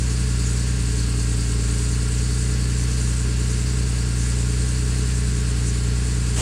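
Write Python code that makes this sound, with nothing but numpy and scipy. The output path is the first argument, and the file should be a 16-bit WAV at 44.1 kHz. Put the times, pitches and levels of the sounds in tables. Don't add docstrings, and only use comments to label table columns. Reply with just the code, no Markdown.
import sys
import numpy as np
from scipy import signal
from scipy.fft import rfft, irfft, next_fast_len
from scipy.io import wavfile
from scipy.ndimage import uniform_filter1d, map_coordinates

SR = 44100
rng = np.random.default_rng(int(sys.argv[2]) if len(sys.argv) > 2 else 0)


def bounce(signal):
    frames = np.transpose(np.atleast_2d(signal))
    limited = np.clip(frames, -1, 1)
    pcm = np.round(limited * 32767).astype(np.int16)
    wavfile.write(sys.argv[1], SR, pcm)


N = 282681
CYLINDERS, SPROCKET_TEETH = 6, 28

# time in seconds, firing rate in Hz.
FIRING_RATE = [(0.0, 59.98), (0.23, 61.21), (0.48, 59.75), (0.72, 61.78), (0.84, 59.26), (1.69, 58.02),
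               (1.75, 59.04), (2.5, 61.17), (3.05, 60.94), (3.09, 60.0), (3.6, 60.55), (3.68, 62.16),
               (4.09, 59.74), (5.08, 61.95), (5.62, 59.42), (6.22, 60.81), (6.28, 60.01), (6.41, 59.86)]
# multiple of the four-stroke cycle rate, base rms level in dB.
EXHAUST_ORDERS = [(6, -22.4), (8, -48), (9, -36), (12, -25.7), (13, -55), (15, -42), (16, -51), (17, -40),
                  (18, -40), (19, -45.5), (20, -52), (21, -41), (22, -55), (23, -52), (25, -53), (27, -44),
                  (29, -50), (30, -46), (35, -53), (40, -53), (41, -52), (44, -54), (47, -61), (48, -60),
                  (53, -62), (56, -61)]
# centre in Hz, width in Hz, relative gain in dB.
PIPE_MODES = [(58, 54, -3), (121.5, 14, 0), (168.6, 9.8, 0), (235, 73, -4), (274.5, 34, -5.5),
              (310.7, 19.6, -3.5), (330, 61, -6.5), (432, 25, -7)]
# centre in Hz, width in Hz, relative gain in dB.
CASE_MODES = [(864, 135, -6), (1114, 124, -4), (1447, 240, -2), (1650, 213, 0), (1954, 180, -8),
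              (2672, 370, -3.5)]
# centre in Hz, width in Hz, relative gain in dB.
COVER_MODES = [(4310, 120, 3), (4525, 160, 5), (4730, 370, 3)]
# centre in Hz, width in Hz, relative gain in dB.
ROCKER_MODES = [(6840, 200, -4), (7890, 290, 3), (8060, 250, 1.5), (8660, 400, 0), (9420, 310, -11)]
# centre in Hz, width in Hz, relative gain in dB.
HOUSING_MODES = [(1387, 33, -3), (1715, 11, -2.5), (7170, 120, -7), (7680, 120, -3.5)]
# start in seconds, relative level in dB.
COVER_BLOWS = [(0.39, -29), (0.57, -30.5), (0.99, -30), (1.19, -31), (1.39, -29), (2.62, -30), (2.97, -31),
               (3.66, -29), (3.97, -32), (4.77, -31), (5.44, -36)]
# time in seconds, gain in dB.
TREBLE_DRIFT = [(0, -0.5), (1.4, 0.2), (2.3, 0.5), (3.1, -0.2), (3.45, -1.2), (3.9, -0.05), (6.41, -1.5)]
# frequency in Hz, relative density in dB.
BELT_SPECTRUM = [(2500, -35), (5000, -9.5), (6500, -3.5), (7100, -0.5), (7800, -1.5), (8300, -3),
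                 (8900, -4.5), (9500, -3.5), (10200, -13.5), (11500, -22.5), (15500, -55)]
# peak time in seconds, boost in dB.
BELT_SWISHES = [(0.47, 3), (2.2, 2), (2.82, 2), (3.06, 2), (5.69, 3.5)]
# frequency in Hz, relative density in dB.
FAN_SPECTRUM = [(20, -23), (60, -21), (350, 4), (520, 1.5), (700, -1.5), (1000, -4), (1250, -2.5),
                (1900, 1), (2700, -1.5), (3300, -2), (4600, 1), (6500, -4), (11000, -19), (15500, -35.5)]
# multiple of the tooth rate, relative level in dB.
CHAIN_PARTIALS = [(3, -12), (4, -7.5), (5, 1), (6, 1.5), (7, 1.5), (8, -2.5)]
# time in seconds, rms level in dB.
RUSH_LEVEL = [(6.34, -78), (6.365, -32), (6.385, -28.5), (6.41, -26)]


def exhaust(cycle, firing_hz, boom_hz=293, boom_width_hz=5, boom_db=4):
    out = np.zeros(N)
    for order, db in EXHAUST_ORDERS:
        order = round(order)
        panel_db = 0
        if order % CYLINDERS == 0:
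            phase_rad = 0.9 * (order == 2 * CYLINDERS)
            detune_hz = order * firing_hz / CYLINDERS - boom_hz
            panel_db = boom_db * np.exp(-(detune_hz / boom_width_hz) ** 2)
        elif order % (CYLINDERS // 2) == 0:
            phase_rad = -0.037 * order
        else:
            phase_rad = 1.77
        out -= amp(db + panel_db) * np.cos(2 * np.pi * order * cycle + phase_rad)
    return np.sqrt(2) * out * amp(0.28 * wobble(18))


def burble(cycle, kick_db=-43, gas_db=-41):
    at = passes(cycle * CYLINDERS)
    kicks = np.bincount(at, rng.standard_normal(len(at)), N)
    gas = puffs(at, t60_s=0.02)
    return amp(kick_db) * ring(kicks, PIPE_MODES) + amp(gas_db) * ring(gas, PIPE_MODES)


def intake(cycle, level_db=-44.5, pitch_hz=422, t60_s=0.081):
    at = passes(2 * cycle + 0.02 * wobble(30))
    t = np.arange(SR // 4) / SR
    box = np.sin(2 * np.pi * pitch_hz * t) * t * amp(-60 * t / t60_s)
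    return amp(level_db) * unit(strike(at, np.ones(len(at)), box))


def panel_thumps(cycle, firing_hz, full_db=-28.5, pitch_hz=255, t60_s=0.028, onset_hz=59.64):
    at = passes(cycle - 0.036)
    t = np.arange(SR // 8) / SR
    envelope = t * amp(-60 * t / t60_s)
    panel = np.sin(2 * np.pi * pitch_hz * t) * envelope / envelope.max()
    force = 0.5 + 0.5 * np.tanh((onset_hz - firing_hz[at]) / 0.52)
    return amp(full_db) * strike(at, force, panel)


def valve_clatter(cycle, modes, t60_s, uneven_db, scatter_db, valves=6):
    t = np.arange(SR // 4) / SR
    out = np.zeros(N)
    for bank_offset in (0, 0.5):
        at = passes(cycle * valves + bank_offset + 0.12 * wobble(60))
        lash = rng.standard_normal(valves)
        lash_db = uneven_db * unit(lash - lash.mean())
        hit_db = lash_db[np.arange(len(at)) % valves] + scatter_db * rng.standard_normal(N)[at]
        metal = rng.standard_normal(len(t)) * amp(-60 * t / t60_s)
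        out += strike(at, amp(hit_db), metal)
    return ring(out, modes)


def cover_zings(gain_db=-7, t60_s=0.3, attack_s=0.003):
    t = np.arange(N) / SR
    envelope = np.zeros(N)
    for start_s, db in COVER_BLOWS:
        age_s = np.maximum(t - start_s, 0)
        envelope += amp(db + gain_db - 60 * age_s / t60_s) * (1 - np.exp(-age_s / attack_s))
    return envelope * ring(rng.standard_normal(N), COVER_MODES)


def crank_pull(cycle, hardest_at_cycles=0.24, cycle_db=0.75, bank_db=0.7):
    angle_rad = 2 * np.pi * (cycle - hardest_at_cycles)
    return amp(cycle_db * np.cos(angle_rad) + bank_db * np.cos(CYLINDERS // 2 * angle_rad))


def belt(base_db=-37.5, drift_db=0.9, patchy_db=2, swish_half_width_s=0.038):
    t = np.arange(N) / SR
    swish_db = sum(db * np.exp(-((t - peak_s) / swish_half_width_s) ** 2) for peak_s, db in BELT_SWISHES)
    gain = amp(base_db + drift_db * wobble(9) + swish_db)
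    spectrogram = signal.stft(noise(BELT_SPECTRUM), nperseg=256)[2]
    patches = uniform_filter1d(rng.standard_normal(spectrogram.shape), size=4, axis=0)
    patches = uniform_filter1d(patches, size=12, axis=1)
    sizzle = signal.istft(spectrogram * amp(patchy_db * unit(patches)))[1][:N]
    return gain * unit(sizzle)


def fan(air_db=-39, flutter_db=0.5, housing_db=-47):
    air = amp(air_db + flutter_db * wobble(20)) * noise(FAN_SPECTRUM)
    return air + amp(housing_db) * ring(rng.standard_normal(N), HOUSING_MODES)


def timing_chains(cycle, firing_hz, level_db=-50.5, slack_rad=0.4, sing_db=3.5, sing_width_hz=22):
    mesh_rad = 2 * np.pi * SPROCKET_TEETH * cycle + slack_rad * wobble(14)
    tooth_hz = SPROCKET_TEETH * firing_hz / CYLINDERS
    out = np.zeros(N)
    for order, db in CHAIN_PARTIALS:
        order = round(order)
        near = sum(np.exp(-((order * tooth_hz - hz) / sing_width_hz) ** 2) for hz, _, _ in HOUSING_MODES)
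        flutter_db = 3 * wobble(25)
        out += amp(db + sing_db * near + flutter_db) * np.sin(order * mesh_rad)
    return amp(level_db) * unit(out)


def closing_rush():
    spectrum_hz_db = [(100, 1.5), (600, -1), (1500, -7.5), (2800, -1),
                      (4000, -9), (8500, 0), (10500, -18), (15500, -30)]
    return amp(curve(RUSH_LEVEL)) * noise(spectrum_hz_db)


def amp(db):
    return 10 ** (np.asarray(db) / 20)


def unit(x):
    return x / np.sqrt(np.mean(x ** 2) + 1e-20)


def curve(rows):
    return np.interp(np.arange(N) / SR, *np.transpose(rows))


def wobble(rate_hz):
    knots = rng.standard_normal(int(N * rate_hz / SR) + 4)
    grid = np.linspace(0, len(knots) - 1, 10 * len(knots))
    return np.interp(np.arange(N) * rate_hz / SR, grid, map_coordinates(knots, [grid], order=3))


def filtered(x, response):
    size = next_fast_len(N + SR // 2)
    return irfft(rfft(x, size) * response(np.fft.rfftfreq(size, 1 / SR)), size)[:N]


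def noise(spectrum):
    hz, db = np.transpose(spectrum)
    white = rng.standard_normal(N)
    return unit(filtered(white, lambda f: amp(np.interp(np.log(f + 1), np.log(hz), db))))


def ring(x, modes):
    def response(f):
        return sum((-1) ** k * amp(db) * 1j * f * width_hz / (hz * hz - f * f + 1j * f * width_hz)
                   for k, (hz, width_hz, db) in enumerate(modes))
    return unit(filtered(x, response))


def passes(turns):
    return np.flatnonzero(np.diff(np.floor(turns)) > 0)


def strike(at, sizes, response):
    return signal.fftconvolve(np.bincount(at, sizes, N), response)[:N]


def puffs(at, t60_s):
    impulses = np.bincount(at, np.ones(len(at)), N)
    envelope = signal.lfilter([1], [1, -amp(-60 / (t60_s * SR))], impulses)
    return unit(envelope * rng.standard_normal(N))


def scene():
    firing_hz = curve(FIRING_RATE)
    tremble = 0.001 * wobble(25)
    cycle = (1 + np.cumsum(firing_hz * (1 + tremble)) / SR) / CYLINDERS
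    low_end = exhaust(cycle, firing_hz) + burble(cycle) + intake(cycle) + panel_thumps(cycle, firing_hz)
    case = amp(-44) * valve_clatter(cycle, CASE_MODES, t60_s=0.08, uneven_db=0, scatter_db=1.2)
    cover_gain = amp(-45 + 0.94 * wobble(7))
    covers = cover_gain * valve_clatter(cycle, COVER_MODES, t60_s=0.12, uneven_db=1.5, scatter_db=2.5)
    rockers = amp(-41.5) * valve_clatter(cycle, ROCKER_MODES, t60_s=0.2, uneven_db=1, scatter_db=2)
    treble_gain = amp(curve(TREBLE_DRIFT)) * crank_pull(cycle)
    treble = treble_gain * (covers + rockers + belt()) + cover_zings()
    return (low_end + case + treble + timing_chains(cycle, firing_hz) + fan() + closing_rush())[None]


def record(dry):
    return filtered(dry[0], lambda hz: hz < 15700)[None]


dry = scene()
out = record(dry)
bounce(out)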